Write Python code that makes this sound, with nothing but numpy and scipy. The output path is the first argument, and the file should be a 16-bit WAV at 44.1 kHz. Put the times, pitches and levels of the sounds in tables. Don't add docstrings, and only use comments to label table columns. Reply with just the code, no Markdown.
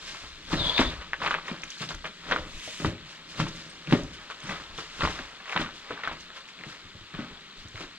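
import sys
import numpy as np
from scipy import signal
from scipy.fft import rfft, irfft, next_fast_len
from scipy.io import wavfile
from scipy.ndimage import uniform_filter1d

SR = 44100
rng = np.random.default_rng(int(sys.argv[2]) if len(sys.argv) > 2 else 0)


def waveform_to_disk(signal):
    frames = np.transpose(np.atleast_2d(signal))
    scaled = np.clip(frames, -1, 1) * 32767
    samples = np.round(scaled).astype(np.int16)
    wavfile.write(sys.argv[1], SR, samples)


N = 351906

# freq_hz, relative_db
AIR = [(12, -24), (30, 1), (90, -17), (170, 3), (400, -1.5), (800, -40), (1150, -4.5), (3400, -1),
       (4400, -5.5), (5400, -30), (7800, -17), (9000, -53), (12800, -36), (15600, -57)]
AIR_DB = -52

# peak_s, fall_20db_s, rumble_db, hum_db
JOLTS = [(.03, 0.39, -53, -57), (.24, 0.083, -44, -48.5), (.33, 0.11, -49, -72), (.57, 0.32, -31.5, -34.5),
         (.82, 0.046, -23, -35), (1.11, 0.23, -53, -58.5), (1.26, 0.31, -49, -41.5),
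         (1.53, 0.087, -57, -36), (1.64, 0.055, -47, -50.5), (1.95, 0.094, -36, -53),
         (2.3, 0.26, -46, -37.5), (2.4, 0.17, -35.5, -46), (2.55, 0.074, -38.5, -70),
         (2.865, 0.13, -34, -59), (3.4, 0.39, -44.5, -40), (3.6, 0.42, -65, -51.5), (3.915, 0.11, -40, -47),
         (4.04, 0.15, -37, -40), (4.5, 0.31, -47, -49.5), (4.71, 0.27, -47, -58), (5.04, 0.17, -34, -36),
         (5.14, 0.12, -44, -46), (5.22, .08, -48, -68), (5.615, 0.16, -40, -40), (6.11, 0.17, -44, -45),
         (6.68, 0.24, -58.5, -55), (6.85, 0.082, -51, -70), (7.0, 0.053, -49, -83), (7.17, 0.16, -49, -60),
         (7.31, 0.15, -51.5, -50.5), (7.59, .1, -47.5, -75), (7.68, .1, -47, -57), (7.76, .12, -51, -61),
         (7.85, 0.11, -55, -60)]
# freq_hz, relative_db
RUMBLE = [(10, -28), (20, 8.5), (40, -8.5), (65, -1), (85, -8), (110, -12), (160, -79)]
# freq_hz, width_hz, level_db
GROUND = [(125.4, 22, -3), (165.4, 25.5, 5), (247.5, 14.6, -2.5), (327.6, 82, 4), (407.5, 78, -0.5),
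          (528, 210, 0)]
JOLT_RISE, JOLT_BEND = 0.35, 0.73

# peak_s, fall_20db_s, grind_db, rustle_db
CRUNCHES = [(.09, 0.42, -48.5, -42.5), (.24, 0.11, -48.5, -55), (.53, 0.12, -33.5, -37.5),
            (.66, 0.55, -38, -43), (.805, 0.087, -26.5, -34), (.91, 0.12, -40.5, -50),
            (1.02, 0.046, -41.5, -54), (1.25, 0.16, -34.5, -43.5), (1.31, 0.079, -52, -46),
            (1.484, 0.28, -41.5, -49.5), (1.72, 0.36, -72, -47.5), (1.82, 0.1, -47, -39),
            (1.905, 0.069, -53, -42), (2.065, 0.044, -42, -45.5), (2.305, 0.24, -37, -48.5),
            (2.36, 0.18, -59, -50), (2.86, 0.11, -38, -45), (3.11, 0.25, -51.5, -50),
            (3.31, 0.12, -67, -46), (3.4, 0.093, -33.5, -37), (3.485, 0.031, -58, -41),
            (3.57, 0.45, -52, -47.5), (3.93, 0.15, -37, -41), (4.04, 0.056, -64, -63),
            (4.14, 0.057, -59, -47), (4.21, 0.081, -48, -65), (4.31, 0.054, -42, -49),
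            (4.43, 0.13, -48, -55), (4.5, 0.25, -38.5, -44), (4.62, 0.057, -59, -57),
            (4.795, 0.17, -46, -44), (5.04, 0.41, -39.5, -41.5), (5.11, 0.14, -48, -45.5),
            (5.52, 0.18, -36, -45.5), (5.61, 0.079, -30, -41), (5.765, 0.21, -55, -50.5),
            (5.91, 0.3, -42.5, -56), (6.05, 0.16, -38.5, -56), (6.13, 0.044, -43, -49),
            (6.21, 0.11, -69, -49), (6.37, 0.079, -43, -47.5), (6.49, 0.055, -75, -50.5),
            (6.7, 0.21, -48, -49), (7.2, 0.25, -44, -57), (7.6, 0.14, -60, -53.5), (7.77, 0.1, -47, -51.5),
            (7.81, 0.093, -40, -46)]
# time_s, grind_db, rustle_db
BED = [(0, -53.5, -73), (1, -69, -66), (2.2, -57.5, -57), (3.2, -55.5, -63), (4.2, -53, -56),
       (5.3, -53, -64.5), (6.5, -56, -60.5), (8, -58, -59.5)]
# freq_hz, relative_db
GRIND = [(240, -53), (400, -4), (474, -2.5), (748, -5.5), (1300, 2.5), (1440, -1), (1590, -1), (1940, -2),
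         (3740, -8.5), (12000, -73), (15600, -62), (22000, -120)]
# freq_hz, relative_db
RUSTLE = [(710, -22.5), (1200, -24), (1320, -8), (1380, -18), (1490, -1), (1920, -6), (3500, -2.5),
          (4830, -6.5), (7190, -13), (15600, -45)]
GRIND_RISE, RUSTLE_RISE = 0.4, 0.55

# start_s, level_db, pitch_hz, grit_db
CLACKS = [(0.148, -32, 1270, -12), (0.519, -24, 1180, -11.5), (0.53, -21, 1160, -11.5),
          (.78, -10.5, 2470, -21), (.791, -16, 1040, -8.5), (0.815, -14.5, 1020, -19.5),
          (1.015, -37, 1410, -6), (1.133, -13, 1740, -22.5), (1.202, -34, 1610, 1), (1.218, -23, 1080, -13),
          (1.232, -33.5, 1110, 3.5), (1.261, -22.5, 1400, -3.5), (1.276, -22, 1410, -25),
          (1.309, -12.5, 1490, -15.5), (1.33, -22, 1510, -28), (1.342, -12.5, 1615, -19),
          (1.385, -25, 1150, -15), (1.482, -22, 1830, -10), (1.635, -20.5, 2420, -26),
          (1.719, -26.5, 3050, -37), (1.771, -35, 1540, -17), (1.806, -27, 2700, -12),
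          (1.822, -39.5, 1280, 4.5), (1.89, -17, 3930, -21), (1.908, -25, 1330, -18),
          (1.946, -34.5, 1370, -15), (2.043, -29.5, 1270, -2.5), (2.291, -44, 1870, -19),
          (2.312, -15.5, 1520, -5.5), (2.362, -13.5, 1430, -20), (2.799, -33.5, 1380, -5),
          (2.847, -16, 1210, -15.5), (3.342, -39, 1850, -4), (3.4, -17.5, 1150, -12.5),
          (3.466, -30.5, 970, -7), (3.873, -26.5, 2560, -18), (3.909, -31, 1970, -7),
          (3.924, -19.5, 920, -6.5), (4.301, -26, 1530, -13), (4.399, -43, 1670, -28),
          (4.494, -22.5, 1900, -11.5), (4.508, -27.5, 1304, -7.5), (4.56, -32, 1640, -20),
          (4.601, -31, 1320, -29), (4.779, -24.5, 3340, -8), (5.005, -27, 3000, 0),
          (5.018, -30.5, 1600, -2), (5.035, -18, 1300, -11), (5.051, -16.5, 1150, -16.5),
          (5.074, -21, 1090, -18.5), (5.19, -23, 1680, -13), (5.402, -36, 1730, -12),
          (5.457, -28, 1980, -18), (5.48, -31.5, 1710, -28), (5.496, -21, 2600, -31),
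          (5.526, -21, 2110, -14.5), (5.562, -12, 1320, -10.5), (5.662, -29.5, 1460, -15),
          (5.69, -35, 1200, -21), (5.908, -21.5, 1290, -15.5), (5.977, -27.5, 1610, -25),
          (5.993, -33, 1100, -14), (6.036, -23, 1930, -9), (6.075, -15, 1460, -18.5),
          (6.114, -28, 940, -13), (6.303, -34.5, 1580, -12), (6.488, -31, 2350, -33),
          (6.59, -31, 2500, -21), (6.611, -36, 2060, -13), (6.637, -27.5, 1960, -19),
          (7.141, -30.5, 1660, -8), (7.189, -39, 1570, -6), (7.758, -31, 2070, -30),
          (7.777, -29, 2040, -15.5)]
EDGE_DB, EDGE_SLOPE = -15.5, -0.4
GRIT_T60_S = 0.14

# start_s, level_db, pitch_hz, boom_db, boom_t60_s
THUDS = [(0.53, -11.5, 246, -6, .13), (0.601, -18.5, 114, -14, 0.19), (0.659, -21, 169, -32, 0.18),
         (.793, -15.5, 278, 0, 0.098), (0.827, -28.5, 64, 2, 0.46), (1.211, -28, 166, -7, 0.16),
         (1.514, -23.5, 194, -12, 0.13), (1.807, -28, 158, -10, 0.43), (1.899, -40, 183, -3.5, 0.29),
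         (2.046, -46.5, 526, 3.5, 0.21), (2.313, -22.5, 546, -8.5, 0.39), (2.673, -41.5, 565, 2, 0.12),
         (2.8, -25, 157, -6, 0.64), (2.846, -16.5, 332, -4.5, 0.16), (2.87, -19, 84, -20, 0.49),
         (3.391, -19, 168, -4, 0.26), (3.874, -31, 161, -5.5, 0.76), (3.924, -4.5, 316, -6.5, 0.16),
         (3.991, -23, 302, -5, 0.098), (4.435, -45, 171, 2.5, 0.73), (4.494, -29, 173, -11, 0.29),
         (4.78, -48, 400, 7.5, 0.23), (4.991, -31, 200, -6, 0.13), (5.031, -21.5, 69, 2.5, 0.18),
         (5.197, -23.5, 214, 1.5, 0.04), (5.553, -24.5, 182, -5, 0.14), (5.595, -16, 220, -15.5, .22),
         (5.904, -40, 490, 5.5, 0.17), (6.067, -32, 230, -8, 0.16), (6.599, -38, 190, -7, .15),
         (6.658, -32.5, 185, -6.5, 0.21), (6.844, -38, 100, -9, 0.059), (6.95, -37, 89, -2.5, .1),
         (7.012, -37, 98, -11, 0.06), (7.136, -27, 156, -12, 0.1), (7.188, -17.5, 210, -14, 0.25),
         (7.579, -41, 99, -9, 0.091), (7.651, -37.5, 93, -4, 0.11), (7.743, -32, 97, -12.5, 0.36),
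         (7.801, -30.5, 313, -10, 0.25)]
SWING_T60_CYCLES = 8.1

# time_s, level_db, ring_hz
SCRAPE = [(.56, -39, 4150), (.61, -32.5, 3590), (.65, -33, 3400), (.69, -28, 3396), (.735, -34, 3430),
          (.78, -29, 3580), (.83, -40, 3500), (.875, -37.5, 3550), (.93, -49, 3700)]
# factor_on_ring, width_hz, level_db
STRANDS = [(0.173, 149, -7), (.28, 200, -6.5), (.96, 150, -5), (1, 150, 4), (1.12, 200, -6),
           (1.27, 300, -8.5)]

# start_s, level_db
SNAPS = [(.655, -54), (1.276, -46), (1.479, -47), (1.619, -45), (1.638, -40.5), (1.703, -36.5),
         (1.784, -43), (1.891, -41), (1.947, -40), (2.312, -37), (3.378, -50), (3.403, -48), (3.561, -47),
         (3.924, -45), (4.034, -43), (4.403, -47), (4.781, -47), (5.031, -53), (6.036, -51), (6.077, -47),
         (6.206, -47), (7.684, -49)]
SNAP_HZ, SNAP_SPAN = 6100, 0.12
# start_s, peak_db, pitch_hz, length_s
CHIRPS = [(3.69, -53, 8250, 0.023), (4.427, -53, 8140, 0.018), (4.46, -50, 5920, 0.031),
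          (6.204, -81, 5660, 0.0042)]

# time_s, level_db
BRUSH = [(2.4, -62), (2.55, -50), (2.66, -43), (2.78, -45), (2.86, -43.5), (2.92, -58), (2.97, -79)]
# freq_hz, relative_db
CLOTH = [(470, -45), (800, -20), (952, -3.5), (1200, -8), (1310, -11), (1950, 0), (3500, -0.5), (4830, -8),
         (7180, -8.5), (15500, -39)]

# freq_hz, t60_s
STONE = [(60, 0.2), (200, 0.27), (500, 0.29), (1500, 0.067), (4000, 0.16), (10000, 0.055)]
WALLS_DB = -10.5

# freq_hz, likeness_0_to_1
SAME = [(30, .88), (100, .96), (300, .98), (800, .95), (2000, .94), (3000, .9), (4500, .72), (7000, .3),
        (15000, .3)]
# freq_hz, tilt_db
TILT = [(30, 1.5), (300, 0.8), (1000, 1.3), (2500, 1.5), (4500, 5.5), (6000, -7), (8000, -18.5),
        (10000, -13.5), (13000, -8)]
LAG_S = 0.000072
BAND_LIMIT_HZ = 15700


def amp(db):
    return 10 ** (np.asarray(db) / 20)


def evened(x):
    return x / np.sqrt(np.mean(x ** 2) + 1e-20)


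def read(points, hz):
    f, value = np.transpose(points)
    return np.interp(np.log(hz + 1), np.log(f + 1), value)


def curve(rows, count):
    rows = np.array(rows)
    return np.interp(np.arange(N) / SR, rows[:, 0], rows[:, count])


def swells(rows, count, rise, bend):
    rows, t = np.array(rows), np.arange(0, N + 64, 64) / SR
    u = (t - rows[:, :1]) / np.maximum(rows[:, 1:2], 0.01)
    drop_db = 20 * np.where(u < 0, -u / rise, u) ** bend
    power = amp(rows[:, count, None] - drop_db) ** 2
    return np.interp(np.arange(N) / SR, t, np.sqrt(power.sum(0)))


def add(mix, start_s, sound):
    part = mix[round(start_s * SR):][:len(sound)]
    part += sound[:len(part)]


def coloured(x, points):
    level_db = np.maximum(read(points, abs(np.fft.fftfreq(8192, 1 / SR))), -100)
    log_gain = np.log(amp(level_db))
    taps = np.fft.ifft(np.exp(np.conj(signal.hilbert(log_gain)))).real[:4096]
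    return evened(signal.oaconvolve(x, taps)[:N])


def resonate(x, hz, width_hz):
    turn = np.exp(2j * np.pi * np.cumsum(hz * np.ones(len(x))) / SR)
    r = np.exp(-np.pi * width_hz / SR)
    smooth = signal.lfilter([1], [1, -2 * r, r * r], x / turn)
    return evened((turn * smooth).real)


def grains(per_s, spread_db, haze):
    size = amp(spread_db * np.minimum(rng.exponential(1, N), 4)) * rng.choice([-1, 1], N)
    clicks = evened(size * (rng.random(N) < per_s / SR))
    return clicks + haze * rng.standard_normal(N)


def pebbles(per_s, spread_db):
    out, t = np.zeros(N), np.arange(300) / SR
    for hz in np.geomspace(600, 7000, num=12):
        ring = np.exp(-t * hz * 1.18) * np.sin(2 * np.pi * hz * t)
        ring = ring / np.linalg.norm(ring) * np.sqrt(hz)
        out += signal.oaconvolve(grains(per_s / 12, spread_db, 0), ring)[:N]
    return evened(out)


def air():
    frames, hz = N // 512 + 5, np.fft.rfftfreq(2048, 1 / SR)
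    real, imag, patches = rng.standard_normal((frames, 1025, 3)).T
    patches = uniform_filter1d(patches, 28, 0)
    patches = evened(uniform_filter1d(patches, 6, 1))
    z = (real + 1j * imag) * amp(read(AIR, hz)[:, None] + 1.5 * patches)
    noise = signal.istft(z, nperseg=2048, noverlap=1536)[1][:N]
    return amp(AIR_DB) * evened(noise)


def low_modes():
    shake = grains(per_s=350, spread_db=4.0, haze=0.65)
    return evened(sum(amp(db) * resonate(shake, hz, width_hz) for hz, width_hz, db in GROUND))


def sway():
    rumble = coloured(rng.standard_normal(N), RUMBLE)
    rumble = rumble * swells(JOLTS, count=2, rise=JOLT_RISE, bend=JOLT_BEND)
    return rumble + low_modes() * swells(JOLTS, count=3, rise=JOLT_RISE, bend=JOLT_BEND)


def tread():
    stones = pebbles(per_s=2500, spread_db=1.5) + 0.68 * rng.standard_normal(N)
    press = swells(CRUNCHES, count=2, rise=GRIND_RISE, bend=1.02)
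    grind = coloured(stones, GRIND) * np.hypot(press, amp(curve(BED, count=1)))
    leaves = coloured(grains(per_s=3700, spread_db=-1.5, haze=0.72), RUSTLE)
    stir = swells(CRUNCHES, count=3, rise=RUSTLE_RISE, bend=0.83)
    return grind + leaves * np.hypot(stir, amp(curve(BED, count=2)))


def clacks():
    out, t = np.zeros(N), np.arange(6000) / SR
    grit = coloured(pebbles(per_s=2200, spread_db=4.0) + 0.42 * rng.standard_normal(N), GRIND)
    for (s, db, hz, grit_db), (gap, shift) in zip(CLACKS, rng.random((len(CLACKS), 2))):
        edge_db = EDGE_DB + EDGE_SLOPE * (db + 25)
        fade = np.exp(-t * hz * 0.75) * (1 - np.exp(-t / 0.0002))
        edge = sum(np.sin(2 * np.pi * k * hz * t) / k for k in (1.45, 2.1, 3.1)) * np.exp(-t / 0.001)
        knock = 2 * fade * (np.sin(2 * np.pi * hz * t) + 2 * amp(edge_db) * edge)
        rattle_gain = amp(grit_db - 60 * t / GRIT_T60_S) * (1 - np.exp(-t / 0.001))
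        rattle = np.resize(grit[round(s * SR):], len(t)) * rattle_gain
        add(out, s, amp(db) * (knock + rattle))
        neighbour_hz = (0.75 + 0.3 * shift) * hz
        neighbour = amp(db - 3) * fade * np.sin(2 * np.pi * neighbour_hz * t)
        add(out, s + 0.002 + 0.007 * gap, neighbour)
    return signal.sosfilt(signal.butter(2, 5500, fs=SR, output="sos"), out)


def thuds():
    out, t, ground = np.zeros(N), np.arange(16000) / SR, low_modes()
    for (s, db, hz, boom_db, t60_s), shake in zip(THUDS, rng.standard_normal((len(THUDS), 16000))):
        turns = np.cumsum(hz * (1 + 0.6 * np.exp(-t / 0.0023))) / SR
        swing_gain = amp(-60 * t * hz / SWING_T60_CYCLES) * (1 - np.exp(-t / 0.0054))
        swing = swing_gain * np.sin(2 * np.pi * turns)
        boom = 0.82 * resonate(shake, hz, 0.47 * hz) + 0.55 * np.resize(ground[round(s * SR):], len(t))
        boom_gain = amp(boom_db - 60 * t / max(t60_s, 0.02)) * (1 - np.exp(-t / 0.0011))
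        add(out, s, amp(db) * (swing + boom_gain * boom))
    return out


def scrape():
    drag, ring_hz = rng.standard_normal(N), curve(SCRAPE, count=2)
    out = sum(amp(db) * resonate(drag, factor * ring_hz, width_hz) for factor, width_hz, db in STRANDS)
    t = np.arange(N) / SR
    contact = np.clip(np.minimum(t - SCRAPE[0][0], SCRAPE[-1][0] - t) / 0.0082, 0, 1)
    return evened(out) * contact * amp(curve(SCRAPE, count=1))


def snaps():
    out, t = np.zeros(N), np.arange(400) / SR
    for (s, db), crack in zip(SNAPS, rng.standard_normal((len(SNAPS), 400))):
        hz = SNAP_HZ * (1 + SNAP_SPAN * np.tanh(crack[0]) / 2)
        fade = np.exp(-t / 0.003) * (1 - np.exp(-t / 0.0004))
        add(out, s, amp(db) * fade * resonate(crack, hz, 0.3 * hz))
    return out


def brush():
    t = np.arange(N) / SR
    touching = (t > BRUSH[0][0]) & (t < BRUSH[-1][0])
    cloth = coloured(grains(per_s=4000, spread_db=-2.5, haze=2.3), CLOTH)
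    return cloth * amp(curve(BRUSH, count=1)) * touching


def chirps():
    out = np.zeros(N)
    for s, db, hz, length_s in CHIRPS:
        t = np.arange(0, length_s, 1 / SR)
        add(out, s, amp(db) * np.hanning(len(t)) * np.sin(2 * np.pi * hz * t))
    return out


def echoes():
    taps = np.zeros(SR // 2)
    at = np.arange(120, SR // 2 - 20, 20)
    taps[at + rng.integers(0, 20, len(at))] = rng.choice([-1., 1.], len(at))
    hz, t, z = signal.stft(taps, SR, nperseg=256)
    z = z * amp(-60 * t / read(STONE, hz)[:, None])
    z = z / np.sqrt((abs(z) ** 2).sum(1))[:, None]
    tail = signal.istft(z, SR, nperseg=256)[1]
    return tail / np.linalg.norm(tail)


def passage(x):
    turn = np.pi * 1.3 * np.arange(N) / SR
    fed = x * amp(WALLS_DB) * np.sqrt(2 / 3)
    return x + sum(signal.oaconvolve(fed * np.cos(turn + k * np.pi / 3), echoes())[:N] for k in range(3))


def scatter(x, size):
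    overlap = size * 3 // 4
    z = signal.stft(x, nperseg=size, noverlap=overlap)[2]
    z = z * np.exp(2j * np.pi * rng.random(z.T.shape).T)
    y = signal.istft(z, nperseg=size, noverlap=overlap)[1][:N]
    return y * np.std(x) / np.std(y)


def scene():
    steps = tread() + clacks() + thuds() + scrape() + snaps() + brush() + chirps()
    near = passage(steps) + sway() + air()
    size = next_fast_len(N + SR)
    hz = np.fft.rfftfreq(size, 1 / SR)
    right = rfft(near, size)
    long_grains = rfft(scatter(near, size=2048), size)
    short_grains = rfft(scatter(near, size=128), size)
    other = np.where(hz < 500, long_grains, short_grains)
    same, tilt = np.clip(read(SAME, hz), 0, 1), amp(read(TILT, hz))
    lag = np.exp(-2j * np.pi * hz * LAG_S)
    left = tilt * (same * lag * right + np.sqrt(1 - same ** 2) * other)
    both = np.sqrt(1 + tilt ** 2 + 2 * tilt * same * lag.real) / 2
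    return irfft(np.array([left, right]) / both, size)[:, :N]


def record(dry):
    taps = signal.firwin(511, BAND_LIMIT_HZ, window=("kaiser", 9), fs=SR)
    return signal.oaconvolve(dry, taps[None], "same")


dry = scene()
out = record(dry)
waveform_to_disk(out)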